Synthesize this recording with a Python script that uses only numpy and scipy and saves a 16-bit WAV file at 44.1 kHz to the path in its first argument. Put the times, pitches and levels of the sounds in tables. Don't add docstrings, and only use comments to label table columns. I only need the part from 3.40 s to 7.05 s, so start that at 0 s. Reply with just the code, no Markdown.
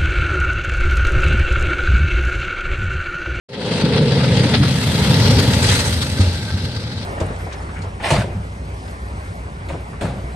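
import sys
import numpy as np
from scipy import signal
from scipy.fft import rfft, irfft
from scipy.io import wavfile
from scipy.ndimage import uniform_filter1d

SR = 44100
rng = np.random.default_rng(int(sys.argv[2]) if len(sys.argv) > 2 else 0)


def dump_mix(stems):
    frames = np.atleast_2d(stems).T
    limited = np.clip(frames, -1, 1)
    pcm = np.round(limited * 32767).astype(np.int16)
    wavfile.write(sys.argv[1], SR, pcm)


N = 160965
TIME = np.arange(N) / SR
FRAME_S = np.arange(N // 512 + 5) * 512 / SR
BIN_HZ = np.fft.rfftfreq(2048, 1 / SR)
PASS_S, PASS_WIDTH_S = 2.25, 0.59


def amp(db):
    return 10 ** (np.asarray(db) / 20)


def unit(x):
    return x / np.sqrt(np.mean(x ** 2) + 1e-20)


def curve(rows, t=TIME):
    s, *columns = np.transpose(rows)
    return [np.interp(t, s, c) for c in columns]


def read(rows, hz=BIN_HZ):
    f, *columns = np.transpose(rows)
    return np.array([np.interp(np.log(hz + 1), np.log(f + 1), c) for c in columns])


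def band(rows, hz=BIN_HZ):
    below, above = rows[0][0] / (hz + 1), hz / rows[-1][0]
    octaves_out = np.log2(np.maximum(1, np.maximum(below, above)))
    return read(rows, hz)[0] - 24 * octaves_out


def passing(coming, going, hz=BIN_HZ[None], turn_s=PASS_S):
    gone = .5 + .5 * np.tanh((FRAME_S[:, None] - turn_s) / PASS_WIDTH_S)
    return read(coming, hz) * (1 - gone) + read(going, hz) * gone


def wobble(low_hz, high_hz):
    f = np.fft.rfftfreq(N, 1 / SR) + 1e-6
    spectrum = rfft(rng.standard_normal(N))
    return unit(irfft(spectrum / (1 + (low_hz / f) ** 4) / (1 + (f / high_hz) ** 4), N))


def noise(colour_db):
    # (frequency [Hz], likeness [0 to 1])
    likeness = [(60, .999), (250, 0.98), (550, 0.96), (1000, 1), (1800, 0.5), (3000, 0.27), (4300, 0.15),
                (5600, 0.25), (7500, 0.35), (14000, 0.079)]
    # (frequency [Hz], left minus right [dB], left lag [rad])
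    ports_coming = [(100, 0.3, 0.018), (696, 1.5, 0.068), (1410, 2, 0.92), (1960, -5, 0.63),
                    (2780, 3, 0.18), (4250, 5.5, 0.68), (5360, 8, 4.14), (8150, -6.5, 2.74),
                    (14000, 1.5, 6.7)]
    ports_going = [(100, 0.8, 0.018), (700, 0.5, 0.49), (1340, -0.5, 1.42), (1910, -5, 2.1),
                   (2900, 2, 0.62), (3670, 7, 3.6), (6160, 2.5, 4.9), (7600, -11, 16), (13800, -2, 7.2)]
    a, b, c, d = rng.standard_normal((4, len(FRAME_S), len(BIN_HZ)))
    same = np.clip(read(likeness)[0], 0, 1)
    balance_db, lag = passing(ports_coming, ports_going)
    left = a + 1j * b
    right = (same * left + np.sqrt(1 - same ** 2) * (c + 1j * d)) * np.exp(1j * lag)
    frames = np.array([left * amp(balance_db / 2), right * amp(-balance_db / 2)]) * amp(colour_db)
    sound = signal.istft(frames.swapaxes(1, 2), nperseg=2048, noverlap=1536)[1]
    return unit(sound[:, :N])


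def walls(x):
    wall_db, t60_s, echoes_per_s = -11, 0.1, 2000
    t = TIME[:SR // 3]
    hits = rng.standard_normal((2, len(t))) * (rng.random(len(t)) < echoes_per_s / SR)
    taps = hits * amp(-60 * t / t60_s)
    treble = signal.sosfilt(signal.butter(2, 900, "high", fs=SR, output="sos"), x)
    return amp(wall_db) * signal.fftconvolve(treble, taps / np.linalg.norm(taps[0]), axes=1)[:, :N]


def ring():
    # (time of the peak [s], pitch [Hz], level [dB], time from peak to 1/e [s])
    songs = [(1.66, 943, -33.5, 0.065), (3.05, 1566, -43, .42), (3.09, 1550, -39, .02)]
    width_hz = 44
    out = np.zeros(N)
    for peak_s, hz, db, length_s in songs:
        fuzz = wobble(1, width_hz) + 1j * wobble(1, width_hz)
        tone = (fuzz * np.exp(2j * np.pi * hz * TIME)).real
        out += amp(db) * np.exp(-((TIME - peak_s) / length_s) ** 2) * tone
    return out


def kicks(per_s, decay_s):
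    hits = rng.random(N) < per_s / SR
    trail = signal.lfilter([1], [1, -np.exp(-1 / (decay_s * SR))], hits)
    level = np.tanh(.5 * trail)
    return unit(level - level.mean())


def patches(depth_db):
    field = rng.standard_normal((len(FRAME_S), len(BIN_HZ)))
    smooth = uniform_filter1d(uniform_filter1d(field, size=4, axis=0), size=24, axis=1)
    return depth_db * unit(smooth)


def scrapes():
    # (start [s], level [dB], time until it dies away [s], hiss relative to grind [dB])
    scrape_rows = [(0.531, -20.5, 0.0084, -35), (0.568, -21, 0.012, -36), (0.784, -24, 0.038, -24),
                   (1.132, -12.5, .015, -28), (1.163, -23, .01, -28), (1.219, -21.5, 0.018, -27),
                   (2.127, -19, 0.014, -7), (2.22, -30, 0.02, 4), (2.279, -19, 0.024, -10),
                   (2.388, -21.5, 0.019, -3), (2.45, -30.5, 0.031, 2), (2.608, -26.5, 0.03, -10)]
    rise_s, decay_s = .01, 0.014
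    rasp_per_s, rasp_decay_s, rasp_db = 170, 0.0044, 1.4
    grind, hiss = np.zeros(N), np.zeros(N)
    for start, db, length, bright_db in scrape_rows:
        t = np.maximum(TIME - start, 0)
        level = amp(db) * np.minimum(t / rise_s, 1) * np.exp(-np.maximum(t - length, 0) / decay_s)
        grind += level ** 2
        hiss += (level * amp(bright_db)) ** 2
    rasp = amp(rasp_db * kicks(rasp_per_s, rasp_decay_s)) ** 2
    return grind * rasp, hiss * rasp


def wheels(roar_db=0, grind_db=3.0, hiss_db=5.0, fizz_db=2):
    # (time [s], roar [dB], grind [dB], hiss [dB])
    roll = [(0.09, -41, -50, -66), (0.15, -27.5, -37.5, -59), (0.35, -24, -27, -41.5),
            (0.47, -20, -29, -48), (1.14, -23.5, -25.5, -39.5),  (1.19, -38, -31, -44.5),
            (1.24, -31.5, -26, -41.5), (1.37, -32.5, -28, -38.5), (1.86, -19.5, -23.5, -39.5),
            (2.16, -23.5, -26, -37.5), (2.31, -23.5, -23, -29.5), (2.49, -26.5, -28.5, -40.5),
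            (2.51, -30, -30, -38.5), (2.78, -31, -32.5, -43), (2.82, -27, -27.5, -41),
            (2.98, -33, -34, -48), (3.63, -35.5, -38, -55.5)]
    # (time [s], level [dB])
    fizz = [(0.09, -88), (0.18, -76), (1.13, -53.5), (1.47, -44), (2.41, -41.5), (3.63, -68.5)]
    # (frequency [Hz], density [dB per Hz])
    roar_coming = [(310, -43), (370, -12.5), (415, 2.5), (525, 1.5), (620, -18.5), (730, -36), (880, -10.5),
                   (1100, -26), (1600, -66)]
    roar_going = [(220, 0), (330, -6.5), (405, -3.5), (510, -1.5), (620, -5), (730, -12.5), (860, -5),
                  (1100, -19), (1600, -57)]
    grind_coming = [(600, 6.5), (1050, -2), (1450, -1.5), (2100, -1), (3300, 1.5), (4100, 0), (5000, -3),
                    (5900, -18), (8000, -59)]
    grind_going = [(600, -41), (1050, -2.5), (1450, 0.5), (2100, -0.5), (3000, -0.5), (4100, 2.5),
                   (5000, 1), (5900, -7.5), (8000, -35)]
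    hiss_band = [(4000, -29), (5800, 2.5), (7000, -0.5), (8500, 0.5), (9800, -2), (11200, -15.5),
                 (13000, -71)]
    air_band = [(8000, -8), (11000, 3.5), (13000, -1), (15200, -6)]
    open_s = 1.38
    near_s, near_width_s, near_brighter = 1.855, 0.16, 0.15
    judder_low_hz, judder_high_hz, grit_hz = 12, 46, 352
    roar_judder_db, grind_judder_db, hiss_judder_db = 1.07, 0.85, 1.15
    grit_db, kick_db = -0.14, 1.4
    hiss_grit, hiss_flutter_db = 0.87, 0.72

    roar, grind, hiss = curve(roll)
    judder = wobble(judder_low_hz, judder_high_hz)
    grit = grit_db * wobble(judder_high_hz, grit_hz) + kick_db * kicks(per_s=55, decay_s=0.007)
    scraped_grind, scraped_hiss = scrapes()

    roar_noise = noise(passing(roar_coming, roar_going, turn_s=open_s)[0])
    low = amp(roar + roar_db + roar_judder_db * judder) * roar_noise

    nearness = np.exp(-((FRAME_S[:, None] - near_s) / near_width_s) ** 2)
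    tilted_hz = BIN_HZ / (1 + near_brighter * nearness)
    grind_colour = passing(grind_coming, grind_going, tilted_hz)[0] + patches(depth_db=1.26)
    grind_level = np.sqrt(amp(grind + grind_db) ** 2 + scraped_grind)
    middle = grind_level * amp(grind_judder_db * judder + grit) * noise(grind_colour)

    hiss_level = np.sqrt(amp(hiss + hiss_db) ** 2 + scraped_hiss)
    high = hiss_level * noise(band(hiss_band) + patches(depth_db=1.74))
    high = high + amp(curve(fizz)[0] + fizz_db) * noise(band(air_band))
    flutter = hiss_flutter_db * wobble(judder_high_hz / 2, judder_high_hz)
    return low + middle + high * amp(hiss_judder_db * judder + hiss_grit * grit + flutter)


def thumps():
    # (start [s], level [dB], pitch [Hz], decay of the lowest mode [s])
    bumps = [(0.438, 1, 162, 0.013), (0.61, -1, 151, 0.013), (1.202, 0.5, 127.6, 0.021),
             (2.09, -1.5, 109.3, 0.013), (2.794, -0.5, 93.5, 0.039), (2.872, -4.5, 91, .02),
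             (3.135, -7, 91, 0.035), (3.235, -10, 92.5, 0.025)]
    # (multiple of the pitch, level [dB])
    modes = [(1, -1.5), (1.5, -20), (2.1, -11.5)]
    # (frequency [Hz], level [dB])
    shudder = [(130, -13.5), (225, -16.5)]
    rise_s, shudder_db, shudder_decay_s = .002, -14, 0.019
    mode_damping = 1.1
    out, shake = np.zeros(N), np.zeros(N)
    for start, db, hz, decay in bumps:
        t = np.maximum(TIME - start, 0)
        blow = amp(db) * (1 - np.exp(-t / rise_s))
        for k, mode_db in modes:
            fading = np.exp(-t * k ** mode_damping / decay)
            out += blow * amp(mode_db) * fading * np.sin(2 * np.pi * hz * k * t)
        shake += blow * np.exp(-t / shudder_decay_s)
    return out + amp(shudder_db) * shake * noise(band(shudder))


def hull(trim_db=-1.0):
    # (time [s], level [dB])
    boom = [(.09, -41), (.15, -30), (.43, -17.5), (.65, -15), (.98, -15), (1.27, -14), (1.45, -17.5),
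            (1.7, -11), (2.05, -10.5), (2.45, -16.5), (2.68, -19), (2.9, -21), (3.25, -23.5), (3.63, -26.5)]
    # (time [s], centre [Hz])
    boom_pitch = [(.3, 164), (.65, 145), (1.3, 128), (1.8, 110), (2.3, 88), (3.2, 94), (3.6, 114)]
    # (frequency [Hz], density [dB per Hz])
    shell = [(30, -25), (50, -37), (75, -0.5), (115, 0), (160, -3), (215, 1), (265, 0), (320, -7.5),
             (520, -33)]
    sharpness = 2.54
    ratio = (BIN_HZ + 1) / curve(boom_pitch, FRAME_S)[0][:, None]
    resonance_db = -10 * np.log10(1 + (sharpness * (ratio - 1 / ratio)) ** 2)
    return amp(curve(boom)[0] + trim_db) * noise(band(shell) + resonance_db)


def scene():
    start_s, rise_s = 0.083, 0.0075
    rolling = wheels()
    swell = np.clip((TIME - start_s) / rise_s, 0, 1) ** 4
    return (walls(rolling) + ring() + rolling + thumps() + hull()) * swell


def record(dry):
    low_cut_hz, ceiling, edge_hz = 48.6, .98, 15250
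    cut = signal.sosfilt(signal.butter(4, low_cut_hz, "high", fs=SR, output="sos"), dry)
    held = cut / (1 + abs(cut / ceiling) ** 8) ** (1 / 8)
    band_limit = signal.firwin(511, edge_hz, window=("kaiser", 9), fs=SR)
    return signal.oaconvolve(held, band_limit[None], "same")


dry = scene()
out = record(dry)
dump_mix(out)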